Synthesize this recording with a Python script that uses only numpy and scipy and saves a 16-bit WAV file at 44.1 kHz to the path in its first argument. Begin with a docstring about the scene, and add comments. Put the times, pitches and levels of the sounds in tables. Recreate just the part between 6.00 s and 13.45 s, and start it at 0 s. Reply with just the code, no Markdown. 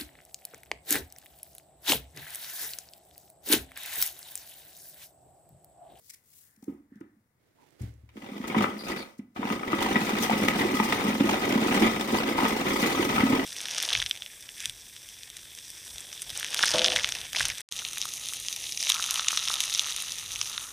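"""In a kitchen, close by: a knife slices onion into a hand-crank vegetable chopper standing on a cloth.
A palm lands on the lid; the crank starts, squeaks, stalls, then spins steadily. Modal resonance makes the bowl
boom under the chunks, random impacts through lid resonances make the clatter, filtered bursts make the wet spray
and the slicing, and noise about a gliding pitch makes the squeal. A diffuse tail and room noise surround them."""
import sys
import numpy as np
from scipy import signal
from scipy.fft import rfft, irfft, next_fast_len
from scipy.io import wavfile
from scipy.ndimage import uniform_filter1d

SR = 44100
rng = np.random.default_rng(int(sys.argv[2]) if len(sys.argv) > 2 else 0)


def to_wav(sig):
    """Store sig (one row per channel, or 1-D mono) as 16-bit WAV at the path in sys.argv[1].

    Samples outside -1..1 are clipped; the rate is SR.
    """
    pcm = np.clip(np.atleast_2d(sig), -1, 1) * 32767
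    pcm = np.round(pcm).astype(np.int16)
    wavfile.write(sys.argv[1], SR, pcm.T)  # frames by channels


N = 328531
TIME = np.arange(N) / SR  # s
HZ = np.fft.rfftfreq(4096, 1 / SR)  # frequency grid of the colouring filters
EDGE_HZ = 15900  # upper band limit
FULL_TURNS_PER_S = 2.9  # crank speed that counts as full

# modes of the unloaded bowl: (f/Hz, relative level/dB, t60/s)
BOWL_MODES = [(221.1, -2.5, 0.2), (248.7, 0, 0.11), (283, -1.5, 0.075), (334.4, -3, 0.1),
              (386, -5.5, 0.058), (457, -11, 0.053), (551, -12.5, 0.14)]
# the bowl rings higher as its load is cut finer: (t/s, factor on its mode frequencies)
LIGHTENING = [(3.8, .972), (7.4, 1.06)]
# spectrum of wet bits and of blades rubbing through onion: (f/Hz, relative level/dB)
WET_SPECTRUM = [(500, -21), (2500, -1.5), (4800, -1.5), (6200, -1.5), (7200, -7.5), (8700, -3), (9700, -11),
                (12600, -6.5), (14000, -10.5), (16000, -10)]


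def gain_of(db):
    """Level in decibels to amplitude ratio: 20 dB per decade."""
    return 10 ** (np.asarray(db) / 20)


def evened(x):
    """Normalization of signal power: scales to rms 1."""
    return x / np.sqrt(np.mean(x ** 2) + 1e-20)


def read(points, hz):
    """Linear interpolation of a curve along a logarithmic frequency axis."""
    f, value = np.transpose(points)
    return np.interp(np.log(hz + 1), np.log(f + 1), value)


def add(mix, s, sound):
    """Superposition: adds a sound into a mix, in place, from time s."""
    part = mix[..., max(round(s * SR), 0):][..., :sound.shape[-1]]
    part += sound[..., :part.shape[-1]]


def colour(x, db):
    """Minimum-phase filtering with the gain db on the grid HZ: its peaks ring after each click."""
    log_gain = np.log(gain_of(np.r_[db, db[-2:0:-1]]))
    # the Hilbert transform of the log gain gives the minimum phase
    response = np.exp(np.conj(signal.hilbert(log_gain)))
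    taps = np.fft.ifft(response).real
    return signal.oaconvolve(x, taps[None], axes=1)[:, :x.shape[1]]


def impacts(per_s, spread_db):
    """Random point process: clicks, mostly small, a few large."""
    sizes = gain_of(spread_db * np.minimum(rng.exponential(1, N), 3.5))
    return sizes * (rng.random(N) < per_s / SR)


def crackle(clicks, t60, attack_s=0.00068):
    """Exponential decay of energy: each click sets off a short noise burst, as of densely packed modes."""
    keep, lag = gain_of(-120 / (max(t60, .001) * SR)), np.exp(-1 / (attack_s * SR))
    decay = signal.lfilter([1], [1, -keep], clicks ** 2)
    power = signal.lfilter([1 - lag], [1, -lag], decay)
    return np.sqrt(power) * rng.standard_normal((2, N))


def scatter(per_s, spread_db, t60, db, ripple_db, ripples, count):
    """Position-dependent excitation: random hits on a shell, each place with its own comb of resonances."""
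    out = np.zeros((2, N))
    for place in range(count):
        comb_db = ripple_db * np.cos(2 * np.pi * (ripples * np.sqrt(HZ / 1000) + place / count))
        out += colour(crackle(impacts(per_s / count, spread_db), t60), db + comb_db)
    return evened(out)


def ring(modes, rise, favoured_hz=300, focus_db=0, low_hz=195):
    """Modal superposition after a soft blow, peak 1; the struck place favours modes near one pitch."""
    t = np.arange(SR // 3) / SR
    wave = np.zeros(len(t))
    for hz, db, t60 in modes:
        off_pitch_db = focus_db * abs(np.log2(hz / favoured_hz))
        wave += gain_of(db - 60 * t / t60 - off_pitch_db) * np.sin(2 * np.pi * hz * t)
    # a small body radiates little below its lowest mode
    low_cut = signal.butter(3, low_hz, "high", fs=SR)
    wave = signal.lfilter(*low_cut, wave * (1 - np.exp(-(t / rise) ** 2)))
    fade_out = np.clip(10 * (1 - t / t[-1]), 0, 1)
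    return wave / abs(wave).max() * fade_out


def stroke(start, length, db, rise, fall):
    """Amplitude envelope of one rub: it swells and fades over shares of its length, and holds between."""
    u = (TIME - start) / length
    return gain_of(db) * np.clip(u / rise, 0, 1) * np.clip((1 - u) / fall, 0, 1) ** 2


def whistle(event, ratio, width_hz, grip_db, scoop=0.048, scoop_s=0.0089):
    """Narrow-band friction noise scoops up to its pitch, then sags, flickering as the grip comes and goes."""
    start, length, db, hz, sag = event
    t, out = np.arange(0, length, 1 / SR), np.zeros((2, N))
    pitch = ratio * hz * (1 - scoop * np.exp(-t / scoop_s) - sag * (t / length) ** 2)
    turns = np.cumsum(pitch) / SR
    noise = rng.standard_normal((2, len(t))) + 1j * rng.standard_normal((2, len(t)))
    wobble = signal.lfilter(*signal.butter(2, width_hz / 2, fs=SR), noise)
    grip = gain_of(grip_db * evened(uniform_filter1d(rng.standard_normal(len(t)), size=400)))
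    # modulation by a complex carrier moves the noise band up to the pitch
    tone = evened(grip * (wobble * np.exp(2j * np.pi * turns)).real)
    add(out, start, gain_of(db) * tone * signal.windows.tukey(len(t), .5))
    return out


def speed():
    """Kinematics of the crank: its speed as a share of full speed."""
    # the crank starts, stalls, then spins steadily: (t/s, speed/turns per s)
    crank_turns = [(2.15, 0.03), (2.178, 0.97), (2.41, 1.21), (2.62, 2.78), (2.69, 1.63), (2.82, 1.45),
                   (2.96, 2.13), (3.08, 0.8), (3.15, 0.3), (3.2, 0.018), (3.345, 0.023), (3.365, 1.8),
                   (3.48, 1.29), (3.62, 1.97), (3.78, 3.13), (5.6, 2.92), (6.3, 2.98), (7.1, 3.06),
                   (7.45, 2.78)]
    return np.maximum(np.interp(TIME, *np.transpose(crank_turns), left=0), 0) / FULL_TURNS_PER_S


def heaps(crumbs, chunks):
    """Amplitude modulation by the blade's sweeps; each layer responds to crumbs and chunks by its own amounts."""
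    # a blade ploughs through a heap: (t/s at the height, length/s, swell/dB before the layer's response,
    # size of the pieces from 0 wet crumbs to 1 big chunks)
    sweeps = [(2.31, 0.36, 2.5, 0.33), (2.575, 0.26, 5, 0.93), (2.901, 0.088, 7, .2),
              (3.501, 0.18, 13.5, 0.51), (3.85, 0.32, 0, 0.092), (4.237, 0.062, 4, 0.09),
              (4.464, 0.17, 5.5, 0.84), (4.613, 0.11, 7, 0.68), (4.918, 0.25, 2.5, 0.097),
              (5.056, 0.16, 5, 0.97), (5.312, 0.13, 7.5, 0.73), (5.52, 0.26, 5.5, 0.81),
              (5.742, 0.33, 7, 0.73), (5.857, 0.06, 9, 0.76), (6.165, 0.15, 7, 0.81),
              (6.487, 0.13, 3.5, 0.14), (6.832, 0.38, 2.5, 0.12), (7.02, 0.12, 4, 0.32),
              (7.203, 0.24, 6, 0.63), (7.379, 0.16, 6.5, 1)]
    swell_db = np.zeros(N)
    for s, length, db, size in sweeps:
        arch = np.cos(np.pi * np.clip((TIME - s) / length, -.5, .5))
        swell_db += db * arch * (crumbs + (chunks - crumbs) * np.clip(size, 0, 1))
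    return gain_of(swell_db)


def lid_db():
    """Resonant transmission: the colour, in dB, of anything that strikes under the lid."""
    # underlying spectrum of the clatter: (f/Hz, relative level/dB)
    clatter_spectrum = [(30, -8.5), (120, -0.5), (350, 7.5), (650, -4), (900, 0.5), (1500, -3.5),
                        (2700, -9.5), (3500, -12.5), (4100, -14), (6200, -19.5), (9500, -26.5),
                        (16000, -27.5)]
    # resonances of the lid: (f/Hz, width/Hz, lift/dB)
    lid_resonances = [(544, 35, 5.5), (770, 160, 5), (905, 20, 5), (991, 41, 4), (1259, 57, 9.5),
                      (1982, 190, 7), (2350, 300, 7), (3080, 1040, 7), (3663, 120, 6.5), (8160, 410, 0.5)]
    lift_db = sum(db / (1 + (2 * (HZ - hz) / width) ** 2) for hz, width, db in lid_resonances)
    return read(clatter_spectrum, HZ) + lift_db


def loaded(factor):
    """Mass loading: the load that lies against the wall shifts the bowl's modes."""
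    return [(hz * factor, db, t60) for hz, db, t60 in BOWL_MODES]


def quiet(level_db=-73.0):
    """Stationary filtered noise: low room rumble and a faint hiss."""
    # spectrum of the room: (f/Hz, relative level/dB)
    room_spectrum = [(20, -11), (55, -9), (100, 3), (200, -6), (350, -10), (800, -15.5), (1300, -15),
                     (2000, -15.5), (3000, -28), (16000, -25.5)]
    return gain_of(level_db) * evened(colour(rng.standard_normal((2, N)), read(room_spectrum, HZ)))


def kitchen(x):
    """Diffuse reverberation: a short noise tail, each band decaying exponentially at its own rate."""
    # decay of the kitchen: (f/Hz, t60/s)
    room_decay = [(100, 0.41), (400, 0.3), (1500, 0.41), (5000, 0.17), (15000, 0.24)]
    # the tail starts 12 ms after the direct sound
    taps = rng.standard_normal((2, SR // 2)) * (np.arange(SR // 2) > .012 * SR)
    hz, t, z = signal.stft(taps, SR, nperseg=256)
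    tail = signal.istft(z * gain_of(-60 * t / read(room_decay, hz)[:, None]), SR)[1]
    return signal.fftconvolve(x, tail / np.linalg.norm(tail[0]), axes=1)[:, :N]


def brushing(level_db=1):
    """Friction noise: skin and sleeve rub on lid and cloth, each touch starting quickly and trailing off."""
    # spectrum of the rubbing: (f/Hz, relative level/dB)
    cloth_spectrum = [(88, -24), (150, -6), (175, -18), (303, -4.5), (730, -14.5), (941, -22),
                      (1760, -19.5), (2140, -17), (2310, -21), (16000, -34)]
    # hand and sleeve brush over the chopper: (t/s at the start, length/s, relative level/dB, left-right/dB)
    brushes = [(1.37, 0.62, -74, -5), (1.54, 1, -68.5, -10.5), (1.79, 0.19, -54.5, -3),
               (2.113, 0.55, -62, 0)]
    rub = evened(colour(crackle(impacts(1500, 0.86), t60=0.054), read(cloth_spectrum, HZ)))
    envelope = np.zeros((2, N))
    for start, length, db, side_db in brushes:
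        sides = gain_of([[side_db / 2], [-side_db / 2]])
        envelope += stroke(start, length, db + level_db, rise=0.077, fall=0.75) * sides
    return rub * envelope


def fingers():
    """Friction noise: fingertips slide along the rim of the opening."""
    # spectrum of the rustle: (f/Hz, relative level/dB)
    rustle_spectrum = [(500, -34), (1100, -16), (1800, 2), (2300, -18), (3000, -25), (16000, -44)]
    # slides of the fingertips: (t/s at the start, length/s, level/dB)
    touches = [(.36, 0.69, -76), (0.892, 0.36, -68.5)]
    rustle = evened(colour(crackle(impacts(2000, 1.9), t60=0.015), read(rustle_spectrum, HZ)))
    return rustle * sum(stroke(*row, rise=0.13, fall=0.77) for row in touches)


def knife(level_db=3):
    """Fracture noise: onion cells burst in a fine fizz, a faint scrape follows; now and then a layer snaps."""
    # spectra of the fizz and of the snaps: (f/Hz, relative level/dB)
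    sliding_spectrum = [(300, -46), (2500, -13), (4500, -9), (7000, -8.5), (10500, -10), (16000, -8)]
    onion_spectrum = [(300, -51), (1300, -18), (2200, -1.5), (3200, -13), (5500, -1.5), (7200, -2.5),
                      (10000, -3.5), (16000, -9)]
    # strokes through the onion, then a faint scrape with bits dropping:
    # (t/s at the start, length/s, relative level/dB, f/Hz below which the fizz is 7 dB weaker)
    fizz_events = [(-.05, 0.33, -59.5, 3600), (0.195, 0.47, -57, 6200), (0.533, 0.35, -70, 5000)]
    # snaps of vegetable and small ticks: (t/s, level/dB, length/s, first-second channel/dB ahead of the ports)
    snap_events = [(0.091, -42.5, 0.025, 0), (0.13, -45, 0.024, -1), (0.328, -56, 0.019, -1),
                   (0.558, -63.5, 0.012, 2), (0.622, -60, 0.012, 5), (0.636, -56, 0.012, 8),
                   (1.0, -67, 0.017, 0), (1.706, -63, 0.0024, -18), (1.809, -52, 0.024, -3),
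                   (1.938, -65, 0.0035, -16), (2.47, -44, 0.012, 2), (3.173, -57, 0.029, -3)]
    fizz, snaps = np.zeros((2, N)), np.zeros((2, N))
    for start, length, db, edge_hz in fizz_events:
        fizz_db = read(sliding_spectrum, HZ) - 7 / (1 + (HZ / edge_hz) ** 8)
        bursts = colour(crackle(impacts(2100, 2.2), t60=0.0056), fizz_db)
        fizz += evened(bursts) * stroke(start, length, db + level_db, rise=0.41, fall=0.58)
    crunch = evened(colour(crackle(impacts(2700, 1.2), t60=0.01), read(onion_spectrum, HZ)))
    for s, db, length, side_db in snap_events:
        sides = gain_of([[db + side_db / 2], [db - side_db / 2]])
        add(snaps, s, sides * np.hanning(max(round(length * SR), 8)))
    return fizz + crunch * snaps


def squeak(upper_db=-7.5, overtone=2.29, rasp_db=-1.0):
    """Stick-slip friction: the dry shaft squeals with a rasp and a fuzzy overtone; skin rubs with a lower note."""
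    # a brief hollow rub as the hand reaches in, then the dry crank shaft's three slips:
    # (t/s at the start, length/s, level/dB, nominal f/Hz, share of the pitch lost by the end)
    hand_rub = (1.565, .09, -64.5, 1030, .1)
    squeals = [(2.783, .05, -47, 4850, .01), (2.824, .125, -52, 4930, .025), (2.955, .09, -49, 4780, .14)]
    out = whistle(hand_rub, 0.93, width_hz=160, grip_db=2.5)
    for piece in squeals:
        out += whistle(piece, 1, width_hz=170, grip_db=4)
        out += gain_of(rasp_db) * whistle(piece, .92, width_hz=850, grip_db=-3)
        out += gain_of(upper_db) * whistle(piece, overtone, width_hz=1200, grip_db=3.5)
    return out


def scrape(level_db=-55, speed_power=0.7):
    """Sliding friction: the blades rub steadily through the onion as long as the crank turns."""
    rub = evened(colour(crackle(impacts(3000, 1.5), t60=.02), read(WET_SPECTRUM, HZ)))
    return rub * gain_of(level_db) * speed() ** speed_power


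def spray(level_db=-42.0, speed_power=2.37, spin_up_s=0.11):
    """Droplet impacts: torn flesh and wet crumbs hit the wall once the load has caught up with the blades."""
    hits = scatter(per_s=520, spread_db=5, t60=0.079, db=read(WET_SPECTRUM, HZ),
                   ripple_db=6.0, ripples=1.69, count=5)
    # the load lags as the crank speeds up, but slows with it at once
    keep = np.exp(-1 / (spin_up_s * SR))
    whirl = np.minimum(speed(), signal.lfilter([1 - keep], [1, -keep], speed()))
    return hits * gain_of(level_db) * whirl ** speed_power * heaps(crumbs=2.3, chunks=-0.14)


def clatter(level_db=-34.0, speed_power=1.9):
    """Impact noise through a resonant shell: blades and bits rattle on the lid, denser and louder with speed."""
    hits = scatter(per_s=330 * np.sqrt(speed()), spread_db=3.5, t60=0.049, db=lid_db(),
                   ripple_db=5.5, ripples=2.574, count=7)
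    return hits * gain_of(level_db) * speed() ** speed_power * heaps(crumbs=1.17, chunks=0.63)


def clacks(level_db=-13.5, t60=0.088, crack_db=5, crack_t60=0.0087, focus_db=7, focus_octaves=0.43,
           note_db=2, note_t60=0.037, rise_s=.0008, grit_db=3):
    """Broadband impact: a hard edge strikes with a short crack, a gritty ring, and one note of the place hit."""
    # hits of knife, blades and chunks on the lid: (t/s, relative level/dB, strongest f/Hz, treble lift/dB)
    hard_hits = [(0.627, -53, 786, -16), (0.956, -57, 2320, 29), (1.011, -44, 1370, -10),
                 (2.09, -45.5, 2160, 9), (2.168, -37, 2140, 7), (2.379, -31.5, 840, 10),
                 (2.441, -28, 1275, -17), (2.478, -25.5, 1980, 20), (2.5, -19.5, 2180, -10),
                 (2.546, -14.5, 990, -16), (2.608, -18.5, 1210, -16), (2.622, -16, 1160, 9),
                 (2.641, -10.5, 1297, -18), (2.918, -21, 1960, -10), (3.192, -46, 2020, 4),
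                 (3.361, -27, 1210, -9), (3.429, -19.5, 990, -17), (3.471, -22.5, 850, -6),
                 (3.501, -18, 1250, -5), (3.632, -21.5, 1248, -16), (3.73, -14.5, 1240, -15),
                 (3.821, -13.5, 1040, 13.5), (3.956, -11, 1933, -16), (4.093, -13, 1090, 11),
                 (4.185, -17.5, 2000, 14), (4.258, -18, 2030, 10), (4.296, -13, 748, -6),
                 (4.31, -15, 790, -11), (4.483, -8, 2140, 14), (4.798, -9, 876, -5),
                 (4.922, -11.5, 1940, 6), (5.291, -15.5, 875, 6), (5.523, -16, 2120, 8),
                 (5.82, -11, 955, 5), (6.009, -15.5, 780, 16), (6.15, -17, 980, 4), (6.38, -12, 978, -9),
                 (6.423, -16.5, 886, -14), (6.451, -10, 1014, 0), (6.827, -13, 2280, 5),
                 (7.18, -13.5, 1290, -23)]
    out, t = np.zeros((2, N)), np.arange(SR // 6) / SR
    for s, db, hz, treble_db in hard_hits:
        decay = gain_of(-60 * t / t60) + gain_of(crack_db - 60 * t / crack_t60)
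        burst = rng.standard_normal((2, len(t))) * decay
        burst *= gain_of(grit_db * evened(uniform_filter1d(rng.standard_normal(len(t)), size=130)))
        place_db = focus_db / (1 + (np.log2((HZ + 1) / hz) / focus_octaves) ** 2)
        hardness_db = treble_db * HZ ** 4 / (HZ ** 4 + 4000 ** 4)
        low_cut_db = 9 / (1 + (HZ / 550) ** 4)
        hit = colour(burst, lid_db() + place_db + hardness_db - low_cut_db)
        hit /= hit[:, :SR // 50].std()  # levelled over the first 20 ms
        # the duller the hit, the more its note stands out
        note_decay = gain_of(note_db - 0.67 * treble_db - 60 * t / note_t60)
        hit[0] += note_decay * np.sin(2 * np.pi * hz * t)
        add(out, s, gain_of(db + level_db) * hit * (1 - np.exp(-t / rise_s)))
    return out


def tumbling(per_s=170, spread_db=3, level_db=-37, speed_power=0.59, load_shift=.06, focus_db=6, count=21):
    """Modal excitation of a loaded shell: chunks bump the bowl at many detuned places, more often with speed."""
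    out, trend = np.zeros((2, N)), np.interp(TIME, *np.transpose(LIGHTENING))
    factors = np.linspace(trend.min() - load_shift, trend.max() + load_shift, count)
    for place, factor in enumerate(factors):
        # detunings near the present load are the likeliest
        likely = np.exp(-((factor - trend) / load_shift) ** 2)
        rate = 2 * per_s * speed() * likely / count
        bumps = np.array([impacts(rate, spread_db) for _ in range(2)])
        thud = ring(loaded(factor), 0.00074, BOWL_MODES[place % len(BOWL_MODES)][0], focus_db)
        out += signal.oaconvolve(bumps, rng.choice([-1, 1]) * thud[None], axes=1)[:, :N]
    return evened(out) * gain_of(level_db) * speed() ** speed_power * heaps(crumbs=0.14, chunks=1.23)


def knocks(level_db=-4, contact_db=-23, scuff_t60=0.36, rock_db=-30, soft_focus_db=24, hard_focus_db=11):
    """Struck-shell resonance: large pieces thud and scuff in the bowl and rock it; the hand rocks it too."""
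    # dull blows on the bowl: (t/s, relative level/dB, f/Hz that the struck place favours)
    blows = [(0.573, -52, 215), (0.625, -37, 253), (0.679, -20, 298.4), (0.6923, -26, 267),
             (0.73, -33, 274), (0.918, -38, 260), (0.956, -39, 204), (1.009, -28.5, 301),
             (1.165, -51.5, 219), (2.173, -33, 238), (2.23, -32, 238), (2.316, -26.5, 234),
             (2.399, -21.5, 238), (2.564, -10.5, 231), (2.582, -15, 236), (2.601, -16.5, 224),
             (3.19, -24.5, 240), (3.389, -20, 244), (3.449, -22, 248), (3.505, -19, 204), (3.732, -12, 303),
             (3.824, -23, 253), (3.909, -16.5, 227), (3.958, -12.5, 233), (4.13, -21.5, 218),
             (4.203, -20.5, 230), (4.309, -18, 235), (4.328, -20.5, 276), (4.391, -23, 214),
             (4.43, -22, 228), (4.648, -14.5, 348), (4.74, -14, 250), (4.799, -13.5, 231),
             (5.082, -11.5, 252), (5.205, -7, 276), (5.241, -13, 328), (5.554, -12, 228),
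             (5.661, -13.5, 310), (5.768, -15, 250), (5.821, -8, 309), (5.842, -14, 285),
             (6.131, -15.5, 340), (6.428, -11.5, 267), (6.825, -13, 228), (6.993, -9.5, 325),
             (7.232, -7.5, 266), (7.328, -8.5, 285), (7.373, -21, 285)]
    # the palm and fingers land on the lid: (t/s, level/dB)
    pats = [(1.807, -27), (1.831, -25.5), (2.033, -45)]
    # modes of the whole chopper rocking on the cloth: (f/Hz, relative level/dB, t60/s)
    rocking_modes = [(71, -21.5, 0.83), (93, 6.5, 0.048), (109, -13, 0.45), (173, -6, 0.06),
                     (279, -6.5, 0.041)]
    out, t = np.zeros((2, N)), np.arange(SR // 3) / SR
    rock = ring(rocking_modes, 0.0036, low_hz=54)
    for s, db, hz in blows:
        # the struck patch of wall, loaded by the piece, sounds along with the bowl's own modes;
        # hard blows wake more of them
        focus_db = np.interp(db, [-22, -9], [soft_focus_db, hard_focus_db])
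        modes = [(hz, 4, .07), *loaded(np.interp(s, *np.transpose(LIGHTENING)))]
        thud = ring(modes, 0.0031, hz, focus_db, low_hz=164)
        add(out[0], s, gain_of(db + level_db) * thud + gain_of(db + rock_db) * rock)
        scuff = rng.standard_normal((2, len(t))) * gain_of(-60 * t / scuff_t60)
        add(out, s, gain_of(db + contact_db) * colour(scuff, lid_db() - 9 * np.log2(1 + HZ / 1500)))
    for s, db in pats:
        add(out[0], s, gain_of(db) * rock)
    return out


def ports(x):
    """Partial coherence: two signals become the partly alike, phase-shifted pair at two microphone ports."""
    # coherence of the ports: (f/Hz, likeness from 0 to 1)
    port_likeness = [(100, 0.84), (230, 0.99), (350, 1), (470, 1), (600, 0.053), (780, 0.86), (1250, 0.46),
                     (1450, 0.12), (2000, 1), (2600, 0.49), (3100, 0.43), (5000, 0.27), (10000, 0.036)]
    # level difference of the ports: (f/Hz, left-right/dB)
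    port_balance = [(150, 0.5), (250, -1), (350, -4), (490, -3.5), (600, 5), (930, 0.5), (1150, 2.5),
                    (2300, 4), (3200, -5.5), (5000, 5.5), (8700, 2.5), (10500, 5.5), (12700, 5),
                    (15000, 13)]
    # phase by which left leads, before the reduction below 400 Hz: (f/Hz, phase/rad)
    port_lead = [(200, 0), (400, 1.09), (600, -1), (780, 1), (1250, 2), (2000, 5.5), (2300, 8.5),
                 (3000, 8.5), (4000, 16.5), (4800, 17.5), (7000, 22.5)]
    size = next_fast_len(x.shape[1] + 512)
    hz, (a, b) = np.fft.rfftfreq(size, 1 / SR), rfft(x, size)
    same, side = np.clip(read(port_likeness, hz), 0, 1), gain_of(read(port_balance, hz))
    lead = read(port_lead, hz) * np.minimum(hz / 400, 1) ** 2  # long waves reach both ports in step
    right = (same * a + np.sqrt(1 - same ** 2) * b) * np.exp(-1j * lead)
    even_power = np.sqrt(2 / (1 + side ** 2))
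    return irfft(np.array([a * side, right]) * even_power, size)[:, :x.shape[1]]


def scene():
    """Superposition of direct, reverberant and background sound at the ports; the brushing is added in stereo."""
    near = knife() + fingers() + squeak() + scrape() + spray() + clatter() + clacks() + tumbling() + knocks()
    return ports(near + gain_of(-11.0) * kitchen(near) + quiet()) + brushing()


def record(dry):
    """Linear-phase low-pass filtering: limits the band at EDGE_HZ."""
    low_pass = signal.firwin(511, EDGE_HZ, window=("kaiser", 9), fs=SR)
    return signal.oaconvolve(dry, low_pass[None], "same")


dry = scene()
out = record(dry)
to_wav(out)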